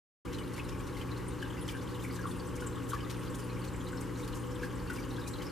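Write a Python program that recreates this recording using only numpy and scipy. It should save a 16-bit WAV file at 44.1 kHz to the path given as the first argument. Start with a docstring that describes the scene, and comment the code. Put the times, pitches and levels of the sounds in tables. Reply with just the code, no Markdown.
"""Mains hum and a soft rush of air fill a quiet room, picked up by a small camera's two microphone ports.
On a sofa by the window a kitten lies mouthing and pawing the blind cords. Its mouth and the cord make
tiny pitched clicks, part ring and part rub; fur, claws and cord scuff in short rasps, and its coat
rustles on the sofa cover. Window and wall return close echoes of the clicks and rasps."""
import sys
import numpy as np
from scipy import signal
from scipy.fft import rfft, irfft
from scipy.io import wavfile

SR = 44100
rng = np.random.default_rng(int(sys.argv[2]) if len(sys.argv) > 2 else 0)


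def materialize(psi):
    """Save the field psi as 16-bit PCM at rate SR to the path in sys.argv[1].

    A 1-D psi becomes a single channel; in a 2-D psi each row is a channel.
    """
    bounded = np.clip(np.atleast_2d(psi).T, -1, 1)
    quanta = np.round(bounded * 32767).astype(np.int16)
    wavfile.write(sys.argv[1], SR, quanta)


N = 242991

# slow rise and fall of the treble, followed by fur, faint ticks and faint rasps: time_s, level_db
TREBLE_SWELL = [(0.27, -0.5), (0.35, -1.5), (0.79, -2.1), (0.99, 0), (1.35, -3.5), (1.71, 3), (1.79, 1),
                (2.09, 3), (2.57, -0.4), (2.77, -1), (2.91, 1.3), (3.77, 0.5), (4.01, 0.6), (4.09, -3),
                (4.23, 2), (4.73, -1.5), (4.97, 2.5), (5.49, 0.7)]


def amp(db):
    """Decibels to gain."""
    return 10 ** (np.asarray(db) / 20)


def unit(x):
    """Scales to rms 1."""
    return x / np.sqrt(np.mean(x ** 2) + 1e-20)


def read(points, hz):
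    """Reads a table on a log-frequency axis."""
    f, value = np.transpose(points)
    return np.interp(np.log(hz + 1), np.log(f + 1), value)


def band(hz, centre_hz, spread):
    """A bell-shaped band; spread is in octaves."""
    return np.exp(-(np.log2((hz + 1) / centre_hz) / (2 * spread)) ** 2)


def add(mix, s, sound):
    """Adds a sound to the mix at time s."""
    part = mix[..., round(s * SR):][..., :sound.shape[-1]]
    part += sound[..., :part.shape[-1]]


def drift(rate_hz):
    """Slow random motion of rms 1."""
    hz = np.fft.rfftfreq(N, 1 / SR)
    return unit(irfft(rfft(rng.standard_normal(N)) * np.exp(-(hz / rate_hz) ** 2), N))


def treble_db(s):
    """The treble's rise or fall at time s."""
    return np.interp(s, *np.transpose(TREBLE_SWELL))


def ports(pair, colour):
    """Colours two unrelated signals and makes them as alike as the two microphone ports hear them."""
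    # likeness of the two ports: frequency_hz, coherence (0-1)
    likeness = [(60, 0.36), (300, 0.37), (700, 0.75), (1400, 0.79), (3100, 0.96), (6800, 0.63), (11000, 0),
                (15000, 0)]
    size = pair.shape[1]
    hz = np.fft.rfftfreq(size, 1 / SR)
    mid, other = rfft(pair)
    coherence = np.clip(read(likeness, hz), 0, .98)
    side = other * np.sqrt((1 - coherence) / (1 + coherence))
    return irfft(np.array([mid + side, mid - side]) * colour(hz), size)


def air(notch_hz=680, notch_width_hz=520, low_cut_hz=41):
    """Steady room rush as the camera hears it, hollowed near 680 Hz by the camera's notch filter."""
    # underlying slope of the rush: frequency_hz, density_db
    slope = [(45, -63), (100, -68), (160, -72), (215, -78), (290, -69), (420, -71.5), (900, -75),
             (1600, -84), (2400, -92.5), (4500, -99.5), (9000, -101.5), (15000, -108)]
    # resonances that stand out of it: centre_hz, width_hz, height_db
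    resonances = [(266, 11, 11), (493, 19, 12), (1105, 50, 6), (1620, 45, 3), (2930, 420, 5)]

    def colour(hz):
        peaks_db = sum(height / (1 + (2 * (hz - f) / width) ** 2) for f, width, height in resonances)
        off_notch = hz ** 2 - notch_hz ** 2
        notch = abs(off_notch) / np.hypot(off_notch, notch_width_hz * hz)
        low_cut = 1 / np.sqrt(1 + (low_cut_hz / (hz + 1)) ** 16)
        return amp(read(slope, hz) + peaks_db) * low_cut * notch

    return ports(rng.standard_normal((2, N)), colour) * np.sqrt(SR / 2)


def hum(waver=0.12):
    """Mains harmonics, each wavering a little in strength, slightly to the left."""
    # lines of the mains hum: pitch_hz, rms_db
    harmonics = [(60, -61), (120, -44.8), (180, -48.9), (240, -56), (300, -50.6), (360, -54.8), (600, -72),
                 (840, -73)]
    t = np.arange(N) / SR
    lines = np.zeros(N)
    for hz, db in harmonics:
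        strength = amp(db) * (1 + waver * drift(1.5))
        lines += strength * np.sin(2 * np.pi * (hz * t + rng.random()))
    return np.sqrt(2) * lines * amp([[.25], [-.25]])


def grains(size, per_s, bed):
    """Two streams of tiny random slips over a bed of smooth friction noise."""
    slips = rng.standard_normal((2, size)) * (rng.random((2, size)) < per_s / SR)
    return unit(slips) + bed * rng.standard_normal((2, size))


def fur(level_db=-65, centre_hz=6000, spread_octaves=1.0, follow=3.2):
    """Fur shifts against the sofa cover in a faint, uneven rustle."""
    pressure = amp(8 * np.tanh(drift(rate_hz=28)))
    swell = amp(follow * treble_db(np.arange(N) / SR))
    slips = grains(N, per_s=900, bed=.9) * pressure * swell
    return amp(level_db) * unit(ports(slips, lambda hz: band(hz, centre_hz, spread_octaves)))


def click(hz, db, rough, lead_s=0.0039, rise_s=0.0024, decay_s=0.0076, bend=.07,
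          rub_s=0.0063, rub_octaves=0.08, rub_db=-1, skirt=0.12):
    """One contact: a brief ring with sagging pitch and a narrow-band rub, peaking about 0.05 s in."""
    rough = np.clip(rough, 0, 1)
    t = np.arange(-SR // 20, SR // 20) / SR
    age = np.maximum(t + lead_s, 0)
    decay = np.exp(-age / decay_s)
    swell = (1 - np.exp(-(age / rise_s) ** 2)) * decay
    turns = np.cumsum(hz * (1 + bend * (decay - .5))) / SR
    ring = np.sqrt(2) * np.sin(2 * np.pi * turns) * swell / swell.max()
    # rough contacts linger; every contact builds faster than it fades
    width_s = rub_s * (.4 + .6 * rough) * np.where(t < 0, .7, 1.1)
    touch = np.exp(-(t / width_s) ** 2 / 2)
    colour = lambda f: band(f, hz, rub_octaves) + skirt * band(f, hz, 0.38)
    rub = touch * ports(rng.standard_normal((2, len(t))), colour)
    rub *= amp(rub_db) * np.linalg.norm(ring) / np.linalg.norm(rub.mean(0))
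    blend = np.sqrt(1 - rough) * ring + np.sqrt(rough) * rub
    # the strength of the contact sets its energy, however ring and rub happen to line up
    return amp(db) * blend * np.linalg.norm(ring) / np.linalg.norm(blend.mean(0))


def patter(spread_db=3.0, scatter_octaves=.2, rough=0.82, follow=1.0, count=270):
    """Faint ticks, mostly rub, at random moments throughout."""
    # pitches around which the ticks gather: pitch_hz, typical_level_db
    pitches = [(2200, -53), (3080, -55), (4050, -56), (5200, -59.5), (6800, -62.5), (8500, -57.5)]
    out = np.zeros((2, N))
    for k, (when, which, detune, size) in enumerate(rng.random((count, 4))):
        s = (k + 2 * when) / count * N / SR
        hz, db = pitches[int(which * len(pitches))]
        hz = hz * 2 ** (scatter_octaves * (2 * detune - 1))
        db = db + spread_db * (2 * size - 1) + follow * treble_db(s + 1 / 20)
        add(out, s, click(hz, db, rough))
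    return out


def rasp(length_s, db, centre_hz, rise_s=0.0013, rise_per_octave_s=0.00068, fall_s=0.0055,
         skirt=.06, skirt_hz=6000, skirt_octaves=1.6, low_cut_hz=1300):
    """A quick run of slips in one band over a weak broad skirt; high rasps build more slowly."""
    t = np.arange(SR // 10) / SR
    build_s = rise_s + rise_per_octave_s * max(np.log2(centre_hz / 2000), 0)
    stroke = (1 - np.exp(-t / build_s)) * np.exp(-np.maximum(t - length_s, 0) / fall_s)
    octaves = 1.06 * (2000 / centre_hz) ** .85  # low rasps are broad, high ones narrow

    def colour(hz):
        low_cut = 1 / np.sqrt(1 + (low_cut_hz / (hz + 1)) ** 8)
        return (band(hz, centre_hz, octaves) + skirt * band(hz, skirt_hz, skirt_octaves)) * low_cut

    slips = stroke * ports(grains(len(t), per_s=1000, bed=1), colour)
    return amp(db) * slips * np.linalg.norm(stroke) / np.linalg.norm(slips.mean(0))


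def scuffs(trim_db=-3, faint_db=-55, faint_s=0.0092, fall_per_octave_db=5.0, follow=1.1, count=40):
    """Fur, claws and cord scuff: clear rasps, and faint random ones that weaken the higher they lie."""
    # the clear rasps: start_s, length_s, level_db (before trim), centre_hz
    strokes = [(0.325, 0.024, -49, 2600), (0.382, 0.009, -51, 3200), (0.533, 0.0097, -50, 6800),
               (0.561, 0.031, -50, 2000), (0.688, 0.0086, -47, 3600), (0.866, 0.014, -52.5, 5300),
               (0.966, 0.056, -54, 1900), (1.17, 0.016, -52.5, 3100), (1.417, 0.014, -50, 2200),
               (1.676, 0.021, -44.5, 2400), (2.031, 0.025, -52, 8300), (2.149, 0.016, -52, 6500),
               (2.27, 0.042, -55.5, 8200), (2.551, 0.017, -49.5, 6950), (2.601, 0.011, -49.5, 6760),
               (2.888, 0.015, -45, 8300), (2.928, 0.022, -47.5, 1900), (3.096, 0.016, -42.5, 2400),
               (3.246, 0.0089, -54, 3300), (3.342, 0.015, -47.5, 7360), (3.385, 0.019, -50, 7200),
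               (3.639, 0.013, -47.5, 1800), (4.006, 0.01, -46, 7850), (4.168, 0.052, -54.5, 6300),
               (4.274, 0.011, -47, 1800), (4.341, 0.035, -51, 7000), (4.624, 0.03, -50, 2200),
               (4.897, 0.011, -47, 1800), (4.93, 0.0099, -49.5, 8700), (4.947, 0.03, -55, 1800),
               (5.271, 0.015, -44, 6600), (5.419, 0.014, -46.5, 1800)]
    out = np.zeros((2, N))
    for s, length_s, db, centre_hz in strokes:
        add(out, s, rasp(length_s, db + trim_db, centre_hz))
    for k, (when, which) in enumerate(rng.random((count, 2))):
        s = (k + when) / count * N / SR
        octaves = 2.3 * which
        db = faint_db - fall_per_octave_db * octaves + follow * treble_db(s)
        add(out, s, rasp(faint_s, db, 2000 * 2 ** octaves))
    return out


def clicks(trim_db=1, rough_at_1_khz=0.13, rough_per_octave=0.17):
    """Mouth and cord click clearly; the higher the pitch, the more rub and the less ring."""
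    # the clear clicks: peak_s, pitch_hz, level_db (before trim)
    contacts = [(0.345, 4070, -49.5), (0.388, 3020, -46.5), (0.582, 2200, -46), (0.596, 2610, -43),
                (0.97, 2100, -48), (1.016, 3060, -46), (1.116, 4060, -50.5), (1.285, 8700, -50.5),
                (1.427, 3006, -46), (1.429, 1626, -38), (1.505, 3130, -50), (1.573, 2050, -50.5),
                (1.614, 9840, -51.5), (1.69, 3100, -42), (1.698, 2300, -49), (1.753, 1605, -44.5),
                (2.042, 2410, -50.5), (2.193, 1640, -43), (2.242, 1378, -42.5), (2.257, 1132, -36),
                (2.398, 4640, -52.5), (2.624, 1460, -41.5), (2.661, 1135, -43.5), (2.669, 7690, -44),
                (2.77, 1225, -46), (2.922, 1408, -41.5), (2.936, 1144, -31.5), (2.967, 1700, -45.5),
                (3.007, 3070, -48), (3.037, 1210, -46.5), (3.873, 4000, -52), (3.932, 1500, -45.5),
                (3.975, 5400, -53), (4.634, 1641, -37.5), (4.903, 1460, -36.5), (4.987, 2330, -47),
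                (5.184, 1637, -43.5), (5.275, 4000, -53), (5.339, 4120, -48), (5.418, 3050, -47),
                (5.469, 5250, -51)]
    out = np.zeros((2, N))
    for peak_s, hz, db in contacts:
        rough = rough_at_1_khz + rough_per_octave * np.log2(hz / 1000)
        add(out, peak_s - 1 / 20, click(hz, db + trim_db, rough))
    return out


def room(x, gap_s=0.0037, near_db=5, near_s=0.0078, echoes_per_s=3000):
    """Close echoes from window and wall, then a short tail that dies sooner in the treble."""
    # ring of the room: frequency_hz, t60_s
    ring_times = [(500, 0.36), (3000, 0.16), (12000, 0.14)]
    size = SR // 2
    taps = rng.choice([-1., 1.], (2, size)) * (rng.random((2, size)) < echoes_per_s / SR)
    hz, t, spectra = signal.stft(taps, SR, nperseg=256)
    decay_db = -60 * t / read(ring_times, hz)[:, None] + near_db * np.exp(-t / near_s)
    echoes = signal.istft(spectra * amp(decay_db), SR, nperseg=256)[1][:, :size]
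    tail = ports(echoes, np.ones_like) * (np.arange(size) > gap_s * SR)
    return signal.fftconvolve(x, tail / np.linalg.norm(tail.mean(0)), axes=1)[:, :N]


def scene(echo_db=-6):
    """The kitten's small sounds and their echoes over the room's hum and air."""
    room_tone = air() + hum()
    kitten = clicks() + patter() + scuffs()
    echoes = room(amp(echo_db) * kitten)
    return room_tone + kitten + echoes + fur()


def record(dry, opens_s=.248, fade_s=.005, edge_hz=15150):
    """The camera's microphone: a little louder on the left, silent at first, with the top treble cut."""
    # left port minus right port: frequency_hz, balance_db
    balance = [(60, 1.0), (700, 1.1), (1150, 3.2), (2400, 1.8), (4400, 1.0), (15000, 1.1)]
    tilt_db = read(balance, np.fft.rfftfreq(N, 1 / SR)) / 2
    heard = irfft(rfft(dry) * amp([tilt_db, -tilt_db]), N)
    fade_in = np.clip((np.arange(N) / SR - opens_s) / fade_s, 0, 1) ** 2
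    low_pass = signal.firwin(511, edge_hz, window=("kaiser", 9), fs=SR)
    return signal.oaconvolve(heard * fade_in, low_pass[None], "same")


dry = scene()
out = record(dry)
materialize(out)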